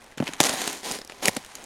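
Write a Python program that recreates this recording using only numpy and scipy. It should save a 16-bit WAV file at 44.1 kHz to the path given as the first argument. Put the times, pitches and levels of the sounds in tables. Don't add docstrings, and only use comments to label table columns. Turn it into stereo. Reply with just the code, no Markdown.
import sys
import numpy as np
from scipy import signal
from scipy.fft import rfft, irfft
from scipy.io import wavfile

SR = 44100
rng = np.random.default_rng(int(sys.argv[2]) if len(sys.argv) > 2 else 0)


def wav_record(signal):
    frames = np.transpose(np.atleast_2d(signal))
    bounded = np.clip(frames, -1, 1)
    quanta = np.round(bounded * 32767).astype(np.int16)
    wavfile.write(sys.argv[1], SR, quanta)


N = 72765


def undb(db):
    return 10 ** (np.asarray(db) / 20)


def unit(x):
    return x / np.sqrt(np.sum(x ** 2, axis=-1, keepdims=True) + 1e-18)


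def curve(points, hz):
    point_hz, point_db = np.array(points, float).T
    return np.interp(np.log(hz + 1), np.log(point_hz), point_db)


def colour(x, points, tilt_db_oct=0, size=2048):
    hz = np.fft.rfftfreq(size, 1 / SR)
    gain_db = curve(points, hz) + tilt_db_oct * np.log2(np.maximum(hz, 2000) / 2000)
    cepstrum = irfft(np.log(undb(gain_db)))
    cepstrum[1:size // 2] *= 2
    cepstrum[size // 2 + 1:] = 0
    response = unit(irfft(np.exp(rfft(cepstrum))))
    return signal.fftconvolve(x, response[None], axes=-1)[:, :x.shape[-1]]


def add(out, x, start_s):
    i = int(np.clip(start_s * SR, 0, N - 1))
    out[..., i:i + x.shape[-1]] += x[..., :N - i]


# frequency in Hz, relative level in dB.
AIR_SPECTRUM = [(20, -2), (50, -1.5), (75, -7), (105, -5.5), (200, -11.5), (700, -7.5), (2000, -11.5),
                (8000, -27), (16000, -50)]

def air(level_db=-53.5, step_s=0.085):
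    steps_s = np.arange(40) * step_s
    wander_db = 0.5 * np.interp(np.arange(N) / SR, steps_s, rng.uniform(-1.4, 1, len(steps_s)))
    return undb(level_db + wander_db) * colour(rng.standard_normal((2, N)), AIR_SPECTRUM)


def fractures(samples, rate_per_s, fragments, spread_db=1.5, decay_s=0.00022, size=192):
    ticks = unit(rng.standard_normal((fragments, 2, size)) * np.exp(-np.arange(size) / SR / decay_s))
    chance, strength, sign, owner = rng.random((4, samples))
    gain = undb(-spread_db * np.log(strength + 0.0051)) * np.sign(sign - 0.5)
    out = np.zeros((2, samples + size))
    for i in np.flatnonzero(chance < rate_per_s / SR):
        out[:, i:i + size] += gain[i] * ticks[int(owner[i] * fragments)]
    return out[:, :samples]


# frequency in Hz, level in dB, decay in seconds.
HOLLOW_RESONANCES = [(267, -56.5, 0.023), (400, -47.5, 0.016), (777, -41.5, 0.0064), (1005, -40, 0.014)]

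def hollow(x, size=4096):
    t = np.arange(size) / SR
    ring = sum(undb(db) * np.exp(-t / decay_s) * np.cos(2 * np.pi * hz * t)
               for hz, db, decay_s in HOLLOW_RESONANCES)
    ring[0] += 1
    return signal.fftconvolve(x, ring[None], axes=-1)[:, :x.shape[-1]]


# frequency in Hz, relative level in dB.
GRIT_SPECTRUM = [(300, -56.5), (800, 5), (1200, 0), (1900, 3.5), (2800, 1.5), (4000, 2), (5500, -0.5),
                 (6800, 1.5), (7900, -3.5), (9500, -1.5), (12500, -9.5), (16000, -26.5)]
BODY_SPECTRUM = [(40, -30), (90, -33), (150, -5.5), (250, 1.5), (420, -0.5), (560, 1.5), (780, -2.5),
                 (1050, -7), (1600, -21.5), (4000, -29.5)]
# start, attack, length and release in seconds, grit and body levels in dB,
# swell in dB per second, grit tilt in dB per octave.
WEIGHT_SHIFTS = [(.0, 0.0094, 0.13, 0.027, -54, -56, -29, -2),
                 (0.173, 0.0037, 0.43, 0.012, -46.5, -54, 11.5, -3),
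                 (0.246, 0.025, 0.039, 0.012, -38.5, -44, -17, -1),
                 (0.4, 0.0021, 0.018, 0.021, -28, -32, 0, -1),
                 (0.427, 0.028, 0.044, 0.0088, -25, -29, 18, .5),
                 (0.476, 0.013, 0.059, 0.073, -28, -33.5, -57, 0),
                 (0.556, 0.026, .15, 0.064, -32.5, -38.5, -4.5, -1),
                 (0.702, .04, 0.066, 0.044, -44.5, -49.5, 2, 1.5),
                 (0.825, 0.028, .13, .03, -33.5, -36, -13, 1),
                 (1.083, 0.022, 0.17, .02, -54.5, -54, 21, -0.5),
                 (1.217, 0.014, 0.079, 0.0013, -31.5, -34, 39, 0.5),
                 (1.262, 0.0036, 0.11, 0.037, -45, -50.5, 11, 0),
                 (1.405, 0.0071, 0.23, .02, -51, -60, 9, -2),
                 (1.538, 0.045, 0.13, .02, -59.5, -49.5, -5, -8)]

def crunch(size=24000):
    out, t = np.zeros((2, N)), np.arange(size) / SR
    for start_s, attack_s, length_s, release_s, grit_db, body_db, swell_db_s, tilt in WEIGHT_SHIFTS:
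        load = np.minimum(t / attack_s, 1) * undb(swell_db_s * np.minimum(t, length_s))
        load *= np.exp(-np.maximum(t - length_s, 0) / release_s)
        rate_per_s = 3800 * 10 ** ((grit_db + 30.5) / 39)
        grit = colour(fractures(size, rate_per_s, fragments=8), GRIT_SPECTRUM, tilt)
        body = colour(hollow(fractures(size, rate_per_s, fragments=4)), BODY_SPECTRUM)
        crush = undb(grit_db) * unit(grit) + undb(body_db) * unit(body)
        add(out, load * np.sqrt(size) * crush, start_s)
    return out


HIT_GAIN = np.sqrt(0.005 * SR)
# frequency in Hz, relative level in dB.
SNAP_SPECTRUM = [(300, -27.5), (900, -1), (1400, 1), (1850, 1.5), (2300, 2), (2700, 1.5), (3800, 1.5),
                 (5500, 1.5), (6900, 0.5), (10000, -3), (13000, -10.5), (16000, -24)]
JOLT_SPECTRUM = [(40, -12.5), (90, -15), (150, -5.5), (280, -2), (420, 0), (570, 2), (760, -2), (1000, -15),
                 (1600, -23), (4000, -43)]
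# start in seconds, snap and jolt levels in dB, snap tilt in dB per octave,
# decay in seconds, pan (positive is left), shard pitch in Hz.
ICE_BREAKS = [(0.0422, -52, -55, 8, 0.00088, 5, 5580), (0.1223, -50, -50, -8, 0.00067, -11, 1990),
              (0.1744, -42.5, -38.5, -0.5, 0.0034, 3, 2900), (0.1806, -34, -52, -5.5, 0.00042, 0, 3160),
              (0.2011, -32.5, -26, -8, 0.00092, 1, 2580), (0.2249, -35.5, -26.5, -12, 0.00073, -7, 3040),
              (0.2401, -43, -52, 0, 0.00084, 0, 7000), (0.2702, -30, -44.5, -6, 0.00027, -15, 2400),
              (.2770, -27.5, -45, -5, 0.0021, -6, 2940), (0.2864, -34.5, -36.5, -10, 0.0027, 0, 2700),
              (.3350, -31, -44.5, -2.5, 0.00081, 1.5, 6700), (0.4032, -10.5, -16, 0.5, 0.0012, 0, 2370),
              (.4110, -18, -26.5, 1.5, 0.00099, 12, 7040), (0.4312, -22, -49, -1, .001, -6, 6340),
              (0.4376, -19, -27.5, 1, 0.0011, 2.5, 6940), (0.4465, -26, -33, 2, 0.00098, 0, 3800),
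              (0.4525, -26, -28, 0, 0.00078, -6, 4800), (0.4672, -23, -53, -2, 0.0005, .5, 6700),
              (.4940, -22, -26, -2, 0.00029, 3, 7000), (0.5363, -31, -26.5, 1, 0.0034, 2, 8950),
              (0.6169, -26.5, -33.5, 0, 0.00089, 3, 4030), (.6763, -23.5, -27.5, -1, 0.00097, 2, 6700),
              (0.6984, -36, -53, 3, 0.00068, 0, 6500), (.7289, -35.5, -60, 12, 0.00052, -3, 8300),
              (0.8318, -39.5, -44, -4, 0.00052, 2, 5030), (0.9127, -26.5, -35.5, -1, 0.0028, .5, 6950),
              (.9205, -29, -37, 7, 0.00066, -1, 4800), (0.9881, -37, -37, 2, 0.0005, 2, 4700),
              (1.015, -37.5, -40, -4.5, 0.0022, 0, 5200), (1.0479, -42, -45.5, 4.5, 0.0011, -1, 5270),
              (1.075, -43.5, -55, 5.5, 0.0011, 1, 5400), (1.0969, -36, -41, -5.5, 0.002, 1, 1050),
              (1.110, -48, -50, -5, 0.00083, 0, 1500), (1.1212, -39.5, -41, -0.5, 0.00044, 0, 2450),
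              (1.2259, -41, -34, 2, 0.002, -1, 4500), (1.2562, -16, -27.5, 1.5, 0.001, 0, 2570),
              (1.2767, -23.5, -33, 12, 0.00081, 3, 6760), (1.2822, -13, -21, 1, 0.00089, -0.5, 1900),
              (1.3502, -40.5, -55, -1, 0.0012, 6, 6000), (1.3654, -29.5, -32, -1.5, 0.00023, 0, 1980),
              (1.3671, -26.5, -34.5, 1, 0.0019, -1, 1820), (1.4478, -41.5, -73, 2, 0.00083, 0, 3000),
              (1.462, -44.5, -50, 4, 0.0018, 2, 3970), (1.5535, -33.5, -66, -0.5, 0.00036, -0.5, 7000),
              (1.6406, -41, -63, 3, 0.00046, 1, 7150)]

def cracks(rise_s=0.00029, jagged_db=3, shard_db=5.5, shard_decay_cycles=2.4, size=4096):
    out, t = np.zeros((2, N)), np.arange(size) / SR
    splinters = undb(-18.5) * np.exp(-t / 0.0052)
    shudder = undb(-13) * np.exp(-t / 0.0053)
    for start_s, snap_db, jolt_db, tilt_db_oct, decay_s, pan, shard_hz in ICE_BREAKS:
        snap_noise, jolt_noise, steps = rng.standard_normal((3, 2, size))
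        envelope = np.exp(-t / decay_s) * (1 - np.exp(-t / rise_s))
        burst = snap_noise * undb(jagged_db * steps[0]) * (envelope + splinters)
        shard = signal.lfilter(*signal.iirpeak(shard_hz, np.pi * shard_decay_cycles, fs=SR), burst)
        snap = colour(burst + undb(shard_db) * shard, SNAP_SPECTRUM, tilt_db_oct)
        jolt = colour(jolt_noise * (envelope + shudder), JOLT_SPECTRUM)
        hit = undb(snap_db) * unit(snap) + undb(jolt_db) * unit(jolt)
        hit[1] += hit[0] * np.tanh(pan / 8)
        add(out, HIT_GAIN * hit, start_s)
    return out


# multiple of the pitch, level in dB, decay in seconds.
THUD_MODES = [(.62, -3.5, 0.0092), (1.0, 8, 0.0033), (1.22, -8, 0.0031), (2.25, -9, 0.0034),
              (3.05, -13, 0.0025), (3.42, -23.5, 0.0066)]
# start in seconds, level in dB, pitch in Hz, hardness in dB per octave.
BOOT_KNOCKS = [(.1750, -36.5, 248, -4), (.2030, -16.5, 221.3, 0.5), (0.2241, -20, 260, 4.5),
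               (0.289, -31.5, 277, 5), (.4030, -16, 262, 6), (1.2829, -21.5, 175, 5.5),
               (1.3690, -26, 234, 10)]

def knocks(attack_s=0.0019, low_cut_hz=135, size=6000):
    out, t = np.zeros((2, N)), np.arange(size) / SR
    low_cut = signal.butter(3, low_cut_hz, "high", fs=SR, output="sos")
    for start_s, level_db, hz, hardness_db_oct in BOOT_KNOCKS:
        thud = np.zeros(size)
        for ratio, mode_db, decay_s in THUD_MODES:
            gain = undb(mode_db + hardness_db_oct * np.log2(ratio))
            thud += gain * np.exp(-t / decay_s) * np.sin(2 * np.pi * hz * ratio * t)
        thud = signal.sosfilt(low_cut, thud * (1 - np.exp(-t / attack_s)))
        add(out[0], -undb(level_db) * HIT_GAIN * unit(thud), start_s)
    return out


def sole_rub(level_db=-59, start_s=0.25, rise_s=0.05):
    contact = np.clip((np.arange(N) / SR - start_s) / rise_s, 0, 1)
    hiss = colour(hollow(rng.standard_normal((2, N))), GRIT_SPECTRUM, tilt_db_oct=-2.2)
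    return undb(level_db) * contact * hiss


# frequency in Hz, side gain in dB.
SIDE_GAIN = [(30, -28), (70, -2), (130, -21), (350, -22), (700, -22), (1400, -14), (2800, -9.5), (5600, -6),
             (10000, -3.5), (15000, -0.5)]
# frequency in Hz, left minus right in dB.
BALANCE = [(100, -0.5), (700, -1.4), (1500, 0), (2800, -3), (5600, .9), (10000, 1), (15000, 1.5)]

def scene(scatter_db=-25.5, scatter_decay_s=0.075, size=12000):
    hz, t = np.fft.rfftfreq(2 * N, 1 / SR), np.arange(size) / SR
    mid, side = rfft(cracks() + knocks() + crunch() + sole_rub() + air(), 2 * N)
    scatter = rng.standard_normal((2, size)) * np.exp(-t / scatter_decay_s) * (t > 0.006)
    ground = undb(scatter_db) * rfft(unit(scatter), 2 * N)
    polarity, width = np.array([[1], [-1]]), undb(curve(SIDE_GAIN, hz))
    stereo = mid * (1 + ground[0]) + polarity * width * (side + mid * ground[1])
    return irfft(stereo * undb(polarity * curve(BALANCE, hz) / 2))[:, :N]


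def record(dry, top_hz=16000):
    lowpass = signal.ellip(8, 0.2, 70, top_hz, fs=SR, output="sos")
    return signal.sosfilt(lowpass, np.clip(dry, -1, 1))


dry = scene()
out = record(dry)
wav_record(out)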